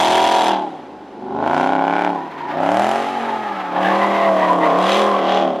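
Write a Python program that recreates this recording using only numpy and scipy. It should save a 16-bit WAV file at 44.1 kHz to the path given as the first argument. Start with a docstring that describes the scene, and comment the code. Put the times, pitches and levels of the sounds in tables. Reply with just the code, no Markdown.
"""A V8 car spins a donut on asphalt at night, a few metres away, in four bursts of throttle.
First its uneven firing pulses ring the exhaust pipes from behind; the revs sag, then climb on the far flank.
From about 2 s the rear tyres squeal and scrub in stick-slip friction, and the nose comes round on the
third burst. On the fourth, from 3.7 s, the near flank passes, then the tail swings close by with a rasp
of gas and a howl before the throttle shuts. Throughout, buildings round the lot answer."""
import sys
import numpy as np
from scipy import signal
from scipy.fft import rfft, irfft, next_fast_len
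from scipy.io import wavfile
from scipy.ndimage import uniform_filter1d, map_coordinates

SR = 44100
rng = np.random.default_rng(int(sys.argv[2]) if len(sys.argv) > 2 else 0)


def store_pcm(level_fs):
    """Save levels as 16-bit WAV."""
    pcm = np.round(np.clip(level_fs, -1, 1) * 32767).astype(np.int16)
    wavfile.write(sys.argv[1], SR, np.atleast_2d(pcm).T)


N = 246959

# level laws of the exhaust layers, before each layer's trim:
# shut_db, per_doubling_db, load_exponent, behind_db, flank_db, front_db, close_db, tail_db
BARK_LAW = (-33.5, 14.5, 1.08, -17.5, -19.7, -18.3, -17.5, -18.5)
CRACK_LAW = (-46.5, 16, 5, -34, -29, -36.5, -38, -36.5)
RASP_LAW = (-48, 20.5, 2, -22, -40.5, -40.5, -41, -40.5)
HISS_LAW = (-65, 24.5, 15, -35, -62, -54.5, -52, -59)
# the exhaust flares up, most as a tailpipe sweeps past:
# centre_s, half_length_s, bark_db, crack_db, rasp_db, hiss_db, howl_gain
FLARES = [(1.605, 0.1, 0.5, 5, 6.5, 11.5, 0), (2, 0.15, -2, 6.5, -0.5, 4, 0.044),
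          (2.663, 0.057, 1, 2.5, -2, 1, 0.023), (2.897, 0.2, 0, 9, 7.5, 11.5, 0.11),
          (4.717, 0.083, 3, -4, -1, -3.5, 0.14), (4.937, 0.14, 1, 7, 19.5, 12, 0.088),
          (5.336, 0.092, 0.5, 6.5, 15, -6, 0.97)]


def exhaust(cycle, car, howl_hz=777, howl_width_hz=120, muffler_hz=440):
    """Direct and reflected sound: pulses are sharp under load, blurred when screened or off throttle."""
    _, load, angle, shares = car
    flares = sum(np.outer(rises, burst(s, half)) for s, half, *rises in FLARES)
    bark_up, crack_up, rasp_up, hiss_up, howl = flares
    screened = swell(angle, 250.7, 14.7)  # degrees at which the body hides the tailpipes
    reflected = np.clip(0.15 + 0.78 * (1 - load) + 0.63 * screened, 0, 1)
    blur = lambda x: np.sqrt(1 - reflected) * x + np.sqrt(reflected) * echoes(x)
    bark, crack, puffs = pipe_resonance(cycle, shares)
    bark += howl * filtered(bark, lambda hz: 1 / (1 + 2j * (hz - howl_hz) / howl_width_hz))
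    bark = filtered(bark, lambda hz: 1 - 1 / (1 + (hz / muffler_hz) ** 6))
    bark = amp(level(BARK_LAW, car) + bark_up - 2.5 * screened - 0.5) * blur(bark)
    crack = amp(level(CRACK_LAW, car) + crack_up - 5) * blur(crack)
    flow = np.sqrt((1 - reflected) * unit(puffs + 0.58) ** 2 + reflected)
    gas = gas_jet(flow, level(RASP_LAW, car) + rasp_up, level(HISS_LAW, car) + hiss_up, shares)
    return bark + crack + gas


# the eight firings of a cycle as heard from each side: place_intervals, size_db
FIRING_BEHIND = [(7.18, 1.6), (0.59, 1.1), (1.229, -4.5), (2.007, -2.5), (2.59, 0.5), (4.14, 1.3),
                 (5.05, -14), (6.1, -7.5)]
FIRING_FLANK = [(7.57, 6), (0.865, -5), (1.96, -6), (2.69, 7), (2.8, -13), (4.62, -2.5), (5.6, -11),
                (7.5, -13)]
FIRING_FRONT = [(7.4, 2.5), (0.34, -12), (1.586, -4), (2.58, 8.5), (2.98, -14), (4.45, 0.5), (5.31, 1),
                (7.02, -5)]
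FIRING_CLOSE = [(7.23, -3), (0.82, -4), (1.753, -4), (2.6, -9), (3.36, -2.5), (3.57, -0.5), (5.24, -7.5),
                (6.44, -3)]
FIRING_TAIL = [(0.05, 1), (0.94, -4.5), (1.58, -0.5), (3.18, 4.5), (4.03, -3), (4.78, -0.5), (5.64, -13.5),
               (6.58, 1.8)]
# pipe response towards each side: frequency_hz, gain_db
PIPE_BEHIND = [(250, -27), (360, -4.5), (420, -13), (490, -18.5), (570, -1), (650, -7), (750, 3.5),
               (870, -2.5), (970, 0), (1100, -12), (1600, -7.5), (2300, -23), (2850, -29.5), (3300, -22),
               (3700, -32), (5000, -32.5), (12000, -56.5)]
PIPE_FLANK = [(250, -3.5), (370, -0.5), (490, -8.5), (570, -1), (750, 1), (870, 1.5), (970, 0.5),
              (1080, -4.5), (1180, -14), (1450, 1.5), (1600, -6.5), (1920, -16.5), (2300, -9),
              (2550, -22.5), (3000, -23), (12000, -62.5)]
PIPE_FRONT = [(250, -18.5), (490, -12), (570, 1), (650, 0.5), (750, -1.5), (870, -4), (970, -8),
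              (1100, -13.5), (1350, -9), (1800, -16.5), (2100, -16.5), (2500, -21.5), (3000, -22),
              (4000, -48), (7000, -46), (12000, -61)]
PIPE_CLOSE = [(250, -18.5), (420, -1), (490, -1), (570, 2), (650, -0.5), (750, -7), (870, -18), (970, -6.5),
              (1090, -3.5), (1400, -14.5), (1900, -16.5), (2400, -22.5), (3250, -21), (3800, -34),
              (5000, -40.5), (12000, -70)]
PIPE_TAIL = [(250, -18), (360, -5), (490, -1.5), (570, 4.5), (650, 2), (750, -3), (870, -8.5), (970, -11),
             (1100, -5), (1300, -11), (1600, -16.5), (2300, -22.5), (3250, -16.5), (3800, -30),
             (5000, -36.5), (12000, -61)]


def pipe_resonance(cycle, shares, split_hz=1200, puff_s=0.0017):
    """Source and filter: pulses ring the pipes in a low bark and a high crack, and drive puffs of gas."""
    patterns = FIRING_BEHIND, FIRING_FLANK, FIRING_FRONT, FIRING_CLOSE, FIRING_TAIL
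    pipes = PIPE_BEHIND, PIPE_FLANK, PIPE_FRONT, PIPE_CLOSE, PIPE_TAIL
    unit_in_band = lambda x, lo, hi: x / rms(filtered(x, lambda hz: (hz > lo) & (hz < hi)))
    puff_decay = np.exp(-np.arange(SR // 40) / SR / puff_s)
    bark, crack, puffs = np.zeros((3, N))
    for weight, pattern, pipe in zip(np.sqrt(shares), patterns, pipes):
        pulses = firings(cycle, pattern, scatter_db=1.2, jitter=0.009)
        # dispersion: the pipe delays the bass of each pulse behind its treble
        tone = signal.lfilter([-.88, 1], [1, -.88], ring(pulses, pipe))
        body = filtered(tone, lambda hz: 1 / (1 + (hz / split_hz) ** 8))
        bark += weight * unit_in_band(body, 480, 780)
        crack += weight * unit_in_band(tone - body, 1300, 1600)
        # the hardest pulses tear off far more noise
        puffs += weight * unit(signal.fftconvolve(pulses ** 2, puff_decay)[:N])
    return bark, crack, puffs


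def firings(cycle, pattern, scatter_db, jitter):
    """Cycle-to-cycle variation: one pressure pulse per firing, each a little off in size and time."""
    place, db = np.transpose(pattern)
    chance = rng.standard_normal((SR // 200, len(place), 2))
    due = np.arange(len(chance))[:, None] + (place + jitter * chance[..., 0]) / len(place)
    at = np.interp(due.ravel(), cycle, np.arange(N))
    size = amp(db + scatter_db * chance[..., 1]).ravel() * (at < N - 1)
    first, part = at.astype(int), at % 1  # each pulse is shared between two samples
    return (np.bincount(first, size * (1 - part), N + 1) + np.bincount(first + 1, size * part, N + 1))[:N]


# gas noise at the pipe mouths and low rumble of the jet: frequency_hz, density_db
RASP_SPECTRUM = [(900, -35), (1800, -4.5), (2500, -5), (2900, -2.5), (3250, -3), (3550, -7), (3850, -5),
                 (4400, -14), (6500, -22), (10000, -51)]
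HISS_SPECTRUM = [(2500, -20), (4500, 2.5), (6200, 1.5), (8000, -3), (12000, -9.5), (13500, -32),
                 (15500, -47)]
RUMBLE_SPECTRUM = [(20, 10), (50, 8), (75, 9), (120, 8.5), (250, 5), (600, -43)]


def gas_jet(flow, rasp_db, hiss_db, shares, spacing_hz=256, bounce=0.18, tip_hz=3320):
    """Turbulence: pulsing gas noise bounces in the open pipe, which rings at evenly spaced pitches."""
    gas = flow * (amp(rasp_db - 3) * noise(RASP_SPECTRUM) + amp(hiss_db + 1) * noise(HISS_SPECTRUM))
    gas = filtered(gas, lambda hz: 1 / (1 - bounce * np.exp(-2j * np.pi * hz / spacing_hz)))
    # the steel tips and the jet are heard most when they point at the listener
    behind, _, _, close, tail = shares
    tips = unit(filtered(flow * rng.standard_normal(N), lambda hz: 1 / (1 + ((hz - tip_hz) / 170) ** 2)))
    tips *= amp(rasp_db - 5) * (behind + 0.66 * (close + tail))
    rumble = amp(hiss_db - 7.5 + 3.9 * behind) * noise(RUMBLE_SPECTRUM)
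    return gas + tips + rumble


# level laws of orders 3, 5, 8 and the weaker ones, ahead of the mufflers: columns as in BARK_LAW
THIRD_LAW = (-48.5, 15.5, 3, -49, -39.5, -31, -45.5, -51)
FIFTH_LAW = (-39, 20.5, 1, -35.5, -31, -28, -26, -30)
EIGHTH_LAW = (-44.5, 16, 1.6, -32, -29.5, -29.5, -34, -43.5)
WEAK_LAW = (-45, 23.5, 0.3, -27, -32.5, -34, -28, -27)
# weaker orders against their law: order, behind_db, flank_db, front_db, close_db, tail_db
WEAK_ORDERS = [(4, -21, -24, -17, -14.5, -18.5), (6, -15.5, -6.5, -8.5, -14, -10),
               (7, -12, -10.5, -21, -18.5, -6.5), (9, -2.5, -3, -7.5, -2, -4),
               (10, -9.5, -5, -7, -14.5, -14), (11, -16, -2, -6.5, -9, -4)]
# single orders sing out in the pipes as the car turns:
# order, centre_s, half_length_s, level_db (at the peak, before the trim)
SINGING_ORDERS = [(16, 1.365, 0.16, -28), (11, 1.54, 0.082, -39), (24, 1.6, .17, -28),
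                  (18, 2.82, 0.085, -25.5), (19, 3.93, .15, -24.5), (20, 3.6, 0.13, -29),
                  (17, 4.32, 0.15, -21), (17, 4.3, 0.15, -24.5), (19, 4.83, .08, -22),
                  (16, 5.29, 0.083, -20.5), (17, 5.45, 0.049, -20.5), (21, 5.4, 0.13, -24.5),
                  (16, 0.13, 0.31, -20)]
# muffler response: frequency_hz, gain_db
MUFFLER = [(75, 1), (105, -14), (128, -9), (150, -6.5), (176, -4), (198, 0), (235, -3), (256, 2.5),
           (287, 4), (318, 1), (365, -0.5), (410, 2), (455, -1)]


def muffler_drone(cycle, car, hollow_hz=372):
    """Forced resonance: orders, the multiples of the cycle rate, boom as they pass the mufflers' notes."""
    cycle_hz, _, _, shares = car
    place, size_db = np.transpose(FIRING_FLANK)

    def order(k, db, waver_db=1.5):
        """Harmonic k, slightly unsteady, takes its phase from the firing pattern."""
        lead = np.angle(np.sum(amp(size_db) * np.exp(-2j * np.pi * k * place / len(place))))
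        gain = amp(db + along(MUFFLER, k * cycle_hz) + waver_db * wobble(14))
        return np.sqrt(2) * gain * np.cos(2 * np.pi * k * cycle + lead + 0.16 * wobble(25))

    # the uneven banks favour the fifth
    boom = sum(order(k, level(law, car)) for k, law in ((3, THIRD_LAW), (5, FIFTH_LAW), (8, EIGHTH_LAW)))
    weak_db = level(WEAK_LAW, car)
    for k, *side_db in WEAK_ORDERS:
        boom += order(k, weak_db + np.array(side_db) @ shares, waver_db=3)
    for k, s, half, db in SINGING_ORDERS:
        boom += amp(db + 1.5) * burst(s, half) * np.cos(2 * np.pi * k * cycle)
    for k in range(12, 18):  # at low revs these sweep through the muffler's hollow note
        boom += order(k, weak_db - 2.5, waver_db=4) / (1 + ((k * cycle_hz - hollow_hz) / 30) ** 2)
    return boom + amp(-31) * echoes(boom)


# colour of the snap: frequency_hz, gain_db
SNAP_SPECTRUM = [(600, -34), (1400, 4), (1900, -0.5), (2600, -5.5), (4500, -11), (9000, -33.5)]


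def exhaust_snap(cycle, car, place=0.275, level_db=-34.5):
    """Directivity: from straight behind, under load, one firing a cycle arrives as a hard, thin crack."""
    _, load, _, shares = car
    shocks = firings(cycle, [(place, 0)], scatter_db=2, jitter=0.006)
    return amp(level_db) * load ** 4 * shares[0] * unit(ring(shocks, SNAP_SPECTRUM))


# engine speed in four-stroke cycles: time_s, cycle_hz
ENGINE_SPEED = [(0.0, 39.98), (0.2, 41.78), (0.31, 42.21), (0.5, 40.06), (0.6, 38.21), (0.93, 25.43),
                (1.15, 22.27), (1.32, 24.26), (1.5, 28.75), (1.68, 32.92), (1.78, 33.88), (1.92, 35.19),
                (2.07, 36.88), (2.35, 30.82), (2.52, 29.58), (2.72, 37.1), (2.94, 45.51), (3.1, 47.29),
                (3.33, 45.41), (3.69, 35.57), (4.01, 39.92), (4.23, 39.7), (4.52, 36.18), (4.7, 34.31),
                (4.8, 36.51), (5.0, 41.58), (5.09, 40.63), (5.23, 38.26), (5.42, 38.6), (5.6, 34.77)]
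# bursts of throttle: open_s, rise_s, shut_s, fall_s
THROTTLE = [(-0.4, 0.3, 0.52, 0.2), (1.12, 0.32, 2.076, 0.22), (2.43, 0.17, 2.87, 0.27),
            (3.68, 0.11, 5.445, 0.33)]
# the car's turn, from 0 with its tail to the listener: time_s, angle_deg
TURN = [(0, -1.5), (0.55, 19.5), (1.15, 81.5), (2.1, 93), (2.55, 177), (3.25, 183.5), (3.8, 241),
        (4.3, 258.5), (4.65, 271.5), (5.08, 269.5), (5.24, 332), (5.6, 334)]
# where each side is heard (behind, far flank, front, close flank, tail close by): angle_deg
SIDE_ANGLES = [0, 90, 180, 270, 330]


def driving(scattered_share=0.01):
    """A rotating directional source: engine speed, load 0-1, angle and the share heard of each side."""
    t = np.arange(N) / SR
    load = sum(np.clip(np.minimum((t - opens) / rise, 1 - (t - shuts) / fall), 0, 1)
               for opens, rise, shuts, fall in THROTTLE)
    load = np.clip(uniform_filter1d(load, size=SR // 14), 0, 1)
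    cycle_hz, = curves(ENGINE_SPEED)
    angle, = curves(TURN)
    facing = np.array([np.interp(angle, SIDE_ANGLES, side) for side in np.eye(len(SIDE_ANGLES))])
    shares = facing + scattered_share
    return cycle_hz, load, angle, shares / shares.sum(0)


def level(law, car, cruise_hz=36):
    """Level law in dB: it follows engine speed with the throttle shut, the side heard with it open."""
    cycle_hz, load, _, shares = car
    shut_db, per_doubling_db, load_exponent, *open_db = law
    push = load ** load_exponent
    coasting_db = shut_db + per_doubling_db * np.log2(cycle_hz / cruise_hz)
    return (1 - push) * coasting_db + push * (np.array(open_db) @ shares)


# sliding rear tyres: time_s, pitch_hz, squeal_db, second_mode_relative_db, scrub_db
SQUEAL = [(1.9, 998, -66, -12, -57), (2.17, 947.3, -30, -12, -40.5), (2.3, 957, -36, -10, -38),
          (2.5, 931.6, -29, -7, -33), (3.05, 836.6, -31, -13, -31.5), (3.3, 863, -28, -11.5, -31.5),
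          (3.89, 794, -28.5, -11.5, -31.5), (3.91, 1041, -26, -10, -24), (4.2, 1039, -25.5, -5.5, -25.5),
          (4.58, 965, -26.5, -10, -27.5), (4.85, 1041, -32, -18, -26.5), (5.1, 1081, -22, -18, -28),
          (5.3, 1050, -29, -18, -35), (5.6, 1000, -53, -4, -48)]
# the tyres lose their grip and fall quiet: centre_s, half_length_s, change_db
GRIP_LOSSES = [(4.325, 0.028, -9.5), (4.58, 0.026, -26)]
# tearing rubber: frequency_hz, density_db
SCRUB_SPECTRUM = [(150, -21), (400, -22), (900, 8), (1250, 2), (2200, -3), (4000, -16), (9000, -40.5)]


def tyre_squeal(wander=0.036, flutter=0.0222, spread=0.042, second_ratio=1.91, upper_hz=1260):
    """Stick-slip oscillation: tread patches slip at their own unsteady pitches, over a rubber scrub."""
    pitch, db, second_db, scrub_db = curves(SQUEAL)
    squeal = np.zeros(N)
    for ratio in (1 - spread, 1, 1 + spread):
        phase = phase_of(pitch * ratio * (1 + wander * wobble(45) + flutter * wobble(300)))
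        squeal += amp(4.5 * wobble(40)) * np.sin(phase)
    # the second mode is a rough band of noise round a moving pitch
    phase = phase_of(second_ratio * pitch)
    second = unit(wobble(220) * np.cos(phase) + wobble(220) * np.sin(phase))
    squeal = unit(squeal) + amp(second_db) * second
    # a higher tread mode joins in while the squeal is low
    upper = np.sin(phase_of(upper_hz * (1 + 0.0386 * wobble(200) + 0.045 * wobble(30))))
    squeal = unit(squeal) + amp(-1) * upper * np.clip((950 - pitch) / 100, 0, 1)
    scrub = unit(noise(SCRUB_SPECTRUM) * amp(2.5 * wobble(70)))
    squeal = unit(squeal + amp(-2.5) * echoes(squeal))
    dip_db = sum(change_db * burst(s, half) for s, half, change_db in GRIP_LOSSES)
    return amp(dip_db) * (amp(db) * squeal + amp(scrub_db) * scrub)


# the tread bites: centre_s, half_length_s, pitch_hz, level_db, upper_mode_hz, upper_mode_db
CHIRPS = [(2.423, 0.05, 930, -30, 1803, -50), (3.185, .025, 826, -24.5, 1740, -47),
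          (3.306, 0.051, 876, -25, 1910, -44), (3.452, 0.03, 825, -24, 1820, -36.5),
          (3.596, 0.04, 800, -31, 1740, -41), (3.768, 0.023, 812, -19, 1710, -33),
          (3.858, 0.048, 812, -21, 1671, -23.5), (3.92, 0.014, 1092, -15.5, 1720, -35),
          (4.028, 0.03, 1030, -19, 1940, -29.5), (4.142, 0.046, 1084, -30, 2064, -31),
          (4.24, 0.044, 1077, -21, 2020, -27.5), (4.433, 0.033, 941, -20.5, 1927, -29.5),
          (4.508, 0.044, 985, -17, 1880, -40), (4.641, 0.037, 932, -22.5, 1990, -28)]
# rasp of the biting tread: frequency_hz, density_db
TREAD_SPECTRUM = [(900, -31), (1500, 2), (2000, 2.5), (2400, -3.5), (2800, 3), (3800, -6), (4300, -16.5),
                  (9000, -35)]


def tyre_chirps(wander=0.01794, flutter=0.0309, rough_db=3, rasp_db=-5):
    """Transient friction: each bite of the tread excites a low mode, a broad upper one and a rasp."""
    t = np.arange(N) / SR
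    phase_per_hz = phase_of(1 + wander * wobble(70) + flutter * wobble(450))
    smear = unit(wobble(250)), unit(wobble(250))
    low, upper, bite = np.zeros((3, N))
    for s, half, hz, db, upper_hz, upper_db in CHIRPS:
        envelope, phase = burst(s, half), 2 * np.pi * upper_hz * t
        low += envelope * amp(db) * np.sqrt(2) * np.sin(hz * phase_per_hz)
        upper += envelope * amp(upper_db) * (smear[0] * np.cos(phase) + smear[1] * np.sin(phase))
        bite += envelope * amp(upper_db)
    rasp = amp(rasp_db) * bite * noise(TREAD_SPECTRUM)
    chirps = (low + upper + rasp) * unit(amp(rough_db * wobble(220)))
    return chirps + amp(-9) * echoes(chirps)


# reverberation time between the buildings: frequency_hz, t60_s
LOT_DECAY = [(200, 0.24), (1000, 0.33), (4000, 0.24), (12000, .2)]


def echoes(x):
    """Diffuse reverberation: the lot's answer, as loud as x; the treble dies first."""
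    hz, t, spectra = signal.stft(rng.standard_normal(SR // 2), SR, nperseg=256)
    tail = signal.istft(spectra * amp(-60 * t / along(LOT_DECAY, hz)[:, None]), SR)[1]
    return unit(signal.fftconvolve(x, tail)[:N]) * rms(x)


# night air over the lot: frequency_hz, density_db
AIR_SPECTRUM = [(25, -18), (60, -16), (120, -14), (300, 10.5), (900, -5), (1500, -11.5), (4000, -23.5),
                (8000, -39), (14000, -53.5)]


def night_air(level_db=-37.5):
    """Ambient noise: a steady, low hush."""
    return amp(level_db) * noise(AIR_SPECTRUM)


def amp(db):
    """Decibels to gain."""
    return 10 ** (np.asarray(db) / 20)


def rms(x):
    """Root mean square."""
    return np.sqrt(np.mean(x ** 2) + 1e-20)


def unit(x):
    """Normalisation to rms 1."""
    return x / rms(x)


def along(points, hz):
    """Interpolation of (frequency_hz, value) points on a log axis."""
    f, v = np.transpose(points)
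    return np.interp(np.log(hz + 1), np.log(f + 1), v)


def curves(rows):
    """Linear interpolation: one value per sample for each column after the time."""
    s, *cols = np.transpose(rows)
    return [np.interp(np.arange(N) / SR, s, c) for c in cols]


def swell(x, centre, half_width):
    """A Gaussian rise to 1 round the centre."""
    return np.exp(-((x - centre) / half_width) ** 2)


def burst(centre_s, half_length_s):
    """A Gaussian envelope in time."""
    return swell(np.arange(N) / SR, centre_s, half_length_s)


def phase_of(hz):
    """Phase as the integral of frequency."""
    return 2 * np.pi * np.cumsum(hz) / SR


def wobble(rate):
    """Smooth random modulation, rate knots a second."""
    return map_coordinates(rng.standard_normal(int(N * rate / SR) + 4), [np.arange(N) * rate / SR])


def filtered(x, response):
    """Linear filtering: the spectrum of x times a frequency response."""
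    m = next_fast_len(N + SR // 4)
    return irfft(rfft(x, m) * response(np.fft.rfftfreq(m, 1 / SR)), m)[..., :N]


def noise(spectrum):
    """Coloured noise of rms 1."""
    return unit(filtered(rng.standard_normal(N), lambda hz: amp(along(spectrum, hz))))


def ring(x, spectrum, size=4096):
    """Minimum-phase filtering: x through a causal body with this colour."""
    cepstrum = irfft(np.log(amp(along(spectrum, np.fft.rfftfreq(size, 1 / SR)))))
    cepstrum[1:size // 2] *= 2
    cepstrum[size // 2 + 1:] = 0
    return signal.fftconvolve(x, irfft(np.exp(rfft(cepstrum))))[:N]


# stereo width: frequency_hz, side_against_mid_db
STEREO_WIDTH = [(100, -56), (500, -97), (1400, -40.5), (2800, -30.5), (5000, -10.5), (9000, -1),
                (13000, 0.5)]


def scene():
    """Superposition: car and air sum at two close microphone ports, which differ only in the treble."""
    car = driving()
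    cycle = np.cumsum(car[0]) / SR  # engine cycles completed
    engine = muffler_drone(cycle, car) + exhaust(cycle, car) + exhaust_snap(cycle, car)
    mid = engine + tyre_squeal() + tyre_chirps() + night_air()
    side = filtered(mid * wobble(400), lambda hz: amp(along(STEREO_WIDTH, hz)))
    return np.array([mid + side, mid - side])


def record(dry, ceiling=0.81, low_cut_hz=72, top_hz=15350):
    """Saturation and band limiting: peaks are rounded, the deep bass thinned and the top treble cut."""
    rounded = dry / (1 + (dry / ceiling) ** 6) ** (1 / 6)
    return filtered(rounded, lambda hz: (hz < top_hz) * (.25 + .75 / (1 + (low_cut_hz / (hz + 1)) ** 6)))


dry = scene()
out = record(dry)
store_pcm(out)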